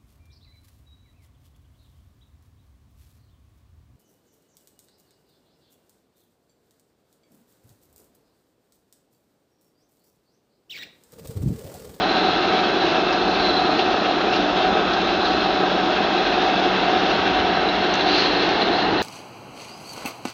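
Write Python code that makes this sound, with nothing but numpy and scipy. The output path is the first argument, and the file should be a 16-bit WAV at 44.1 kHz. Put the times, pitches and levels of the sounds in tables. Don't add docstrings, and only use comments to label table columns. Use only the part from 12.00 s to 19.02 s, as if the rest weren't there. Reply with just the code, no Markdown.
import sys
import numpy as np
from scipy import signal
from scipy.fft import rfft, irfft
from scipy.io import wavfile
from scipy.ndimage import map_coordinates

SR = 44100
rng = np.random.default_rng(int(sys.argv[2]) if len(sys.argv) > 2 else 0)


def to_wav(sig):
    pcm = np.clip(np.atleast_2d(sig), -1, 1) * 32767
    pcm = np.round(pcm).astype(np.int16)
    wavfile.write(sys.argv[1], SR, pcm.T)


N = 309582
TIME = np.arange(N) / SR
FEED_THINS_S = 4.79
# (frequency [Hz], spectral density [dB])
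ROAR_SPECTRUM = [(20, -44), (34, -13.5), (70, -16), (135, -15.5), (185, -6), (245, -6), (350, 0), (440, -3),
                 (490, -9), (550, -7.5), (630, -4), (745, 1.5), (905, -8), (1550, -9), (2000, -23.5),
                 (7000, -82.5)]


def gain_of(db):
    return 10 ** (np.asarray(db) / 20)


def unit_rms(x):
    return x / np.sqrt(np.mean(x ** 2) + 1e-20)


def curve(rows):
    return np.interp(TIME, *np.transpose(rows))


def coloured(x, spectrum):
    hz, db = np.transpose(spectrum)
    bins = np.fft.rfftfreq(len(x), 1 / SR)
    response = gain_of(np.interp(np.log(bins + 1), np.log(hz), db)) * (bins < SR / 4)
    return unit_rms(irfft(rfft(x) * response, len(x)))


def wander(rate):
    knots, coarse = rng.standard_normal(4096), TIME[::32]
    return np.interp(TIME, coarse, map_coordinates(knots, [coarse * rate], order=3, mode="wrap"))


def tone(turns, db, fade_db):
    fading = gain_of(fade_db * wander(3.0))
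    return gain_of(db) * unit_rms(fading * np.cos(2 * np.pi * turns + 0.28 * wander(2.435)))


def impacts(per_s, spread_db):
    size = gain_of(spread_db * np.minimum(rng.exponential(1, N), 4))
    return size * rng.choice([-1, 1], N) * (rng.random(N) < per_s / SR)


def add(mix, s, sound):
    part = mix[max(round(s * SR), 0):][:len(sound)]
    part += sound[:len(part)]


def release(start_s, db_per_s):
    return gain_of(-db_per_s * np.maximum(TIME - start_s, 0))


def swell(s, db, half_s):
    return gain_of(db) / (1 + ((TIME - s) / half_s) ** 2)


def swells(rows, steady=0):
    return np.sqrt(steady ** 2 + sum(swell(*row) ** 2 for row in rows))


def diesel(cycles, hum_order=14, drone_order=55, scatter_turns=0.11, bite_half_s=0.041):
    # (order [multiple of the cycle rate], level [dB])
    harmonics = [(12, -50), (13, -47.5), (15, -52), (16, -47), (19, -54.5), (20, -49.5), (22, -46.5),
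                 (23, -47.5), (24, -37), (25, -47.5), (26, -37), (27, -37.5), (28, -38), (29, -47.5),
                 (30, -42.5), (31, -48), (33, -51.5), (34, -43.5), (36, -47), (37, -52.5), (39, -51),
                 (40, -48), (42, -47.5), (43, -46.5), (44, -42.5), (46, -44), (47, -42.5), (48, -49.5),
                 (50, -48.5), (52, -45.5), (53, -42.5)]
    # (time [s], level [dB])
    hum_levels = [(0, -39.5), (1, -43.5), (1.45, -35), (1.75, -45), (2.6, -35.5), (3.3, -38.5),
                  (3.7, -35.5), (4.4, -36.5), (4.65, -33), (5, -38.5), (5.8, -33.5), (6.05, -39.5),
                  (7.02, -34.5)]
    # (time [s], level [dB])
    bites = [(.27, -28.5), (.55, -27.5), (.97, -26.5), (1.311, -32), (1.61, -24), (1.9, -23), (2.28, -27),
             (2.66, -22.5), (3.08, -30.5), (3.33, -26), (3.87, -30), (4.44, -25.5), (4.68, -27.5),
             (4.95, -25.5), (5.18, -35), (5.35, -26), (5.6, -24), (5.76, -28), (6.07, -26)]
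    orders = np.zeros(N)
    for order, db in harmonics:
        phase = round(order) % 2 / 4 + scatter_turns * rng.standard_normal()
        orders += tone(round(order) * cycles + phase, db, fade_db=0.5)
    hum = gain_of(curve(hum_levels)) * unit_rms(np.cos(2 * np.pi * hum_order * cycles))
    shudder = unit_rms(1 + 0.067 * wander(38))
    load = swells([(s, db, bite_half_s) for s, db in bites], steady=gain_of(-34))
    drone = load * shudder * unit_rms(np.cos(2 * np.pi * drone_order * cycles))
    one_cycle = rng.standard_normal(1200)
    clatter = map_coordinates(one_cycle, [cycles % 1 * len(one_cycle)], order=1, mode="wrap")
    return orders + hum + drone + gain_of(-34) * coloured(clatter, ROAR_SPECTRUM)


def chamber(cycles, throb=0.055, roar_db=-23.5, tumble_db=-30, damping_s=0.02):
    # (frequency [Hz], relative level [dB], time to fall 60 dB [s])
    wall_modes = [(180.2, -8, 0.13), (263, -10, 0.049), (339.4, -1, 0.1), (370, -5.5, 0.038),
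                  (432, -3, 0.12), (639, -1, .09), (725, -0.5, 0.12), (730, -5.5, .05), (781, -3.5, 0.12),
                  (850, -12.5, 0.05), (1289, -1, 0.067), (1500, -13.5, 0.028), (1666, -12, 0.1)]
    # (time [s], level [dB])
    lumps = [(0.27, -16), (.53, -16), (.945, -12.5), (.977, -12), (1.429, -17), (1.676, -16), (1.875, -23),
             (1.943, -11), (2.268, -13.5), (2.68, -26), (2.769, -12), (3.117, -23), (3.3, -13), (3.63, -10),
             (4.405, -20), (4.651, -20), (5.031, -13), (5.571, -11), (5.949, -12)]
    shaft = 1 + throb * np.cos(2 * np.pi * 2 * cycles)
    roar = gain_of(roar_db) * coloured(rng.standard_normal(N) * shaft, ROAR_SPECTRUM)
    t, tumble, knocks = TIME[:SR // 3], np.zeros(N), np.zeros(N)
    stones = impacts(per_s=160, spread_db=1.5)
    modes = np.array([gain_of(db - 60 * t / t60) * np.sin(2 * np.pi * hz * t)
                      for hz, db, t60 in wall_modes])
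    for mode in modes:
        tumble += signal.oaconvolve(stones * rng.standard_normal(N), mode)[:N]
    envelope = (1 - np.exp(-t / 0.00056)) * np.exp(-t / damping_s)
    for s, db in lumps:
        ring = rng.choice([-1, 1], len(modes)) @ modes * envelope
        add(knocks, s, gain_of(db) * ring / abs(ring).max())
    radiation = signal.butter(4, 170, "highpass", fs=SR, output="sos")
    return roar + signal.sosfilt(radiation, gain_of(tumble_db) * unit_rms(tumble) + knocks)


def whine(hz, db, waver=0.001034, waver_hz=2, fade_db=2.5):
    turns = hz * np.cumsum(1 + waver * wander(waver_hz)) / SR
    return tone(turns + rng.random(), db, fade_db)


def auxiliaries():
    # (frequency [Hz], level [dB])
    rotor_tones = [(35.7, -57), (225.8, -57), (296.2, -36), (362, -38.5), (654.4, -43), (703.2, -40.5),
                   (795, -38.5), (839, -46), (879.7, -49.5), (926, -45), (1137.9, -46), (1247.7, -43.5),
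                   (1580, -48), (1849, -45)]
    # (frequency [Hz], level [dB])
    swing_tones = [(1285.8, -42.5), (1337.5, -39)]
    turbo = release(FEED_THINS_S, 4.5) * whine(2612, -43.5, waver=0.006, waver_hz=14, fade_db=3.0)
    rotors = sum(whine(*row) for row in rotor_tones)
    swing = release(start_s=2.8, db_per_s=3.5) * sum(whine(*row) for row in swing_tones)
    return rotors + turbo + swing


def steel(force, spacing_hz, width_hz, lowest_hz=1500, count=120, spots_per_s=5):
    t, out = TIME[:SR // 7], np.zeros(N)
    shares = np.array([wander(spots_per_s) for spot in range(4)])
    for share in shares / np.linalg.norm(shares, axis=0):
        hz = lowest_hz + spacing_hz * (np.arange(count) + rng.uniform(-.3, .3, count))
        modes = np.sin(2 * np.pi * (hz[:, None] * t + rng.random((count, 1)))).sum(0)
        out += signal.oaconvolve(force * share, modes * np.exp(-np.pi * width_hz * t))[:N]
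    return unit_rms(out)


def gravel(flow_db=-28.5, flicker_db=1.2, sand_db=-48):
    # (time [s], level [dB], half width [s])
    spills = [(.42, -31, 0.17), (.89, -27.5, 0.052), (1.55, -39, 0.12), (2.6, -36, 0.13), (4.85, -34, 0.93),
              (6.3, -24.5, 0.69)]
    # (frequency [Hz], spectral density [dB])
    gravel_spectrum = [(400, -35), (900, -14.5), (1500, 3), (1850, -7.5), (2350, -3.5), (2720, 0.5),
                       (3030, -4.5), (3350, 1.5), (4000, -1.5), (4300, -6), (4650, -10.5), (5350, -15),
                       (5700, -18), (6900, -28), (7150, -69.5)]
    # (frequency [Hz], spectral density [dB])
    sand_spectrum = [(3000, -47), (4700, -0.5), (5400, 6), (5620, -11.5), (6100, -8), (6950, -8.5),
                     (7200, -61)]
    ticks = unit_rms(impacts(per_s=1800, spread_db=3.5)) + rng.standard_normal(N)
    ringing = steel(rng.standard_normal(N), spacing_hz=41, width_hz=11)
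    flow = swells(spills, steady=gain_of(flow_db)) * release(FEED_THINS_S, 2.5)
    stones = flow * gain_of(flicker_db * wander(45)) * coloured(ticks + ringing, gravel_spectrum)
    sand = gain_of(sand_db) * coloured(rng.standard_normal(N), sand_spectrum)
    return stones + release(FEED_THINS_S, 2) * sand


def chute():
    # (frequency [Hz], bandwidth [Hz], level [dB])
    chute_modes = [(2160, 22, -56), (2564, 22, -46), (2602, 13, -44.5), (2790, 32, -51), (3430, 28, -51),
                   (3540, 11, -49), (3720, 8.9, -56), (4050, 13, -54.5), (4010, 7.3, -47),
                   (5250, 40, -67.5)]
    t, out = TIME[:SR // 10], np.zeros(N)
    for hz, width, db in chute_modes:
        mode = np.exp(-np.pi * width * t) * np.sin(2 * np.pi * hz * t)
        out += gain_of(db) * unit_rms(signal.oaconvolve(impacts(per_s=300, spread_db=1.5), mode)[:N])
    return release(FEED_THINS_S, db_per_s=21.5) * out


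def loader(firing_hz=52.7, throb=0.15, idle_db=-60.5, drive_hz=522):
    # (time [s], level [dB])
    clatter_levels = [(0, -34), (3.2, -38), (4.8, -29.5), (7.02, -29.5)]
    # (frequency [Hz], spectral density [dB])
    clatter_spectrum = [(200, -19), (520, 1.5), (700, -12.5), (950, 4.5), (1300, -7.5), (1600, 1),
                        (1850, -1), (2150, -0.5), (2470, -10.5), (2680, 4), (2950, -2), (3300, -6),
                        (7000, -70)]
    # (time [s], level [dB], half width [s])
    throttle = [(1.45, -46, 0.26), (3, -45, 0.56), (5.4, -41.5, .4), (6.98, -44.5, 0.13)]
    # (frequency [Hz], spectral density [dB])
    exhaust_spectrum = [(30, -22.5), (52, 3.5), (70, -1), (95, -3.5), (140, -14.5), (600, -68),
                        (3000, -120)]
    # (frequency [Hz], spectral density [dB])
    bay_spectrum = [(60, -34), (110, -9), (170, -15), (260, -5), (430, 1), (600, -16.5), (830, -1),
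                    (1250, -24.5), (1800, -10.5), (2600, -38), (7000, -78.5)]
    puffs = rng.standard_normal(N) * (1 + throb * np.cos(2 * np.pi * firing_hz * TIME))
    clatter = gain_of(curve(clatter_levels)) * coloured(puffs, clatter_spectrum)
    rumble = swells(throttle, steady=gain_of(idle_db)) * coloured(puffs, exhaust_spectrum)
    bay = coloured(rng.standard_normal(N), bay_spectrum)
    drive = tone(drive_hz * TIME, -13.5, fade_db=5.5)
    return clatter + rumble + swell(s=7.03, db=-25, half_s=0.85) * (bay + drive)


def scraping(catch_db=0.7, catch_hz=45, rasp=1.5):
    # (time [s], level [dB], half width [s])
    drags = [(.1, -31, 0.45), (1.53, -30, 0.33), (3.3, -31.5, 0.18), (4.22, -37.5, .1), (6.14, -28, 0.089),
             (6.7, -31.5, 0.95)]
    # (frequency [Hz], spectral density [dB])
    scrape_spectrum = [(2000, -69), (3750, -9.5), (4000, 4), (4120, 5.5), (4280, -1.5), (4550, -8.5),
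                       (5000, -24.5), (6500, -35), (7200, -78)]
    slips = unit_rms(impacts(per_s=3000, spread_db=0))
    plate = steel(slips, spacing_hz=44, width_hz=34)
    catching = unit_rms(gain_of(catch_db * wander(catch_hz)))
    return swells(drags) * catching * coloured(plate + rasp * slips, scrape_spectrum)


def clacks(ring_s=0.0057, rise_s=0.0029):
    # (time [s], centre frequency [Hz], peak level [dB])
    strikes = [(.112, 4010, -24), (.359, 3460, -23), (1.493, 4090, -24), (3.049, 3784, -26),
               (3.254, 3811, -25), (3.401, 4130, -22), (4.182, 3930, -21), (4.97, 4020, -26),
               (5.687, 3860, -18), (6.008, 4000, -18), (6.082, 4060, -28), (6.618, 4040, -14.5),
               (6.678, 3670, -18)]
    t, out = TIME[:SR // 4], np.zeros(N)
    envelope = (1 - np.exp(-t / rise_s)) * np.exp(-t / ring_s)
    for s, hz, db in strikes:
        cluster = hz * (1 + .03 * rng.standard_normal(size=(14, 1)))
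        ring = envelope * np.sin(2 * np.pi * (cluster * t + rng.random(cluster.shape))).sum(0)
        add(out, s, gain_of(db) * ring / abs(ring).max())
    return out


def cracks(width_octaves=0.42, rise_s=0.003, spread_db=3, air_hz=5530):
    # (time [s], centre frequency [Hz], level [dB], decay time [s])
    splits = [(1.125, 4500, -28, 0.013), (1.791, 2900, -24, 0.019), (2.354, 4700, -31, 0.022),
              (2.931, 4100, -26, 0.013), (3.304, 4800, -38, .012), (3.971, 2600, -28, 0.012),
              (6.146, 4700, -34, .016), (6.185, 4460, -29, .03), (6.233, 2800, -25.5, .012),
              (6.678, 2810, -27, 0.015)]
    t, out = TIME[:SR // 10], np.zeros(N)
    bins = np.fft.rfftfreq(len(t), 1 / SR)
    air = 1 / np.sqrt(1 + (bins / air_hz) ** 20)
    for s, hz, db, decay_s in splits:
        fractures = rng.standard_normal(len(t)) * gain_of(spread_db * rng.exponential(1, len(t)))
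        body = np.exp(-.5 * (np.log2((bins + 1) / hz) / width_octaves) ** 2)
        envelope = np.minimum(t / rise_s, 1) * np.exp(-t / decay_s)
        add(out, s, gain_of(db) * envelope * unit_rms(irfft(rfft(fractures) * body * air, len(t))))
    return out


def grit():
    # (time [s], level [dB], half width [s], coarse share of the power [0-1])
    slides = [(1.797, -30, .02, 0.5), (2.342, -26.5, 0.021, 0.9), (3.294, -33, 0.045, 0.5),
              (5.124, -37, .08, 0.06), (6.14, -29.5, 0.055, 0.2), (6.206, -26, 0.045, 0.06),
              (6.443, -31.5, 0.057, 0.5), (6.801, -35, 0.063, 0.1)]
    # (frequency [Hz], spectral density [dB])
    fine_spectrum = [(1200, -26), (2300, -4), (2900, 4), (3600, -7), (4200, 10), (4800, 0.5), (5500, -13),
                     (6200, -15.5), (6900, -26), (7300, -75.5)]
    # (frequency [Hz], spectral density [dB])
    coarse_spectrum = [(600, -24.5), (1500, 1), (2100, -4.5), (2700, 5.5), (3500, -4.5), (4400, -10),
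                       (5400, -7), (6900, -35), (7300, -75)]
    fine = coloured(impacts(per_s=3600, spread_db=3.5), fine_spectrum)
    coarse = coloured(impacts(per_s=3200, spread_db=-5.0), coarse_spectrum)
    return sum(swell(s, db, half_s) * (np.sqrt(1 - share) * fine + np.sqrt(share) * coarse)
               for s, db, half_s, share in slides)


def chips(decay_s=0.00064):
    # (time [s], peak level [dB], pitch [Hz])
    landings = [(5.941, -18.5, 6020), (5.955, -23, 6050), (6.492, -16.5, 4980)]
    # (frequency [multiple of its pitch], spectral density [dB])
    chip_spectrum = [(.3, -26), (.8, 2), (1, 5.5), (1.1, -0.5), (1.25, -11), (1.5, -42.5)]
    out = np.zeros(N)
    for s, db, hz in landings:
        burst = rng.standard_normal(N) * np.exp(-abs(TIME - s) / decay_s)
        tick = coloured(burst, [(ratio * hz, level) for ratio, level in chip_spectrum])
        out += gain_of(db) * tick / abs(tick).max()
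    return out


def scene():
    # (time [s], four-stroke cycle rate [Hz])
    engine_speed = [(0, 13.575), (1, 13.595), (2.1, 13.605), (3.5, 13.56), (4.9, 13.58), (6.4, 13.53),
                    (7.02, 13.54)]
    cycles = np.cumsum(curve(engine_speed)) / SR
    crusher = gain_of(0.19) * release(FEED_THINS_S, 0.9) * (diesel(cycles) + chamber(cycles))
    stone_flow = gravel() + chute() + scraping() + clacks() + cracks() + grit() + chips()
    return (crusher + stone_flow + auxiliaries() + loader())[None]


def record(dry, low_cut_hz=31, high_cut_hz=7607):
    highpass = signal.butter(8, low_cut_hz, "highpass", fs=SR, output="sos")
    lowpass = signal.firwin(511, high_cut_hz, window=("kaiser", 9), fs=SR)
    return signal.oaconvolve(signal.sosfilt(highpass, dry), lowpass[None], "same")


dry = scene()
out = record(dry)
to_wav(out)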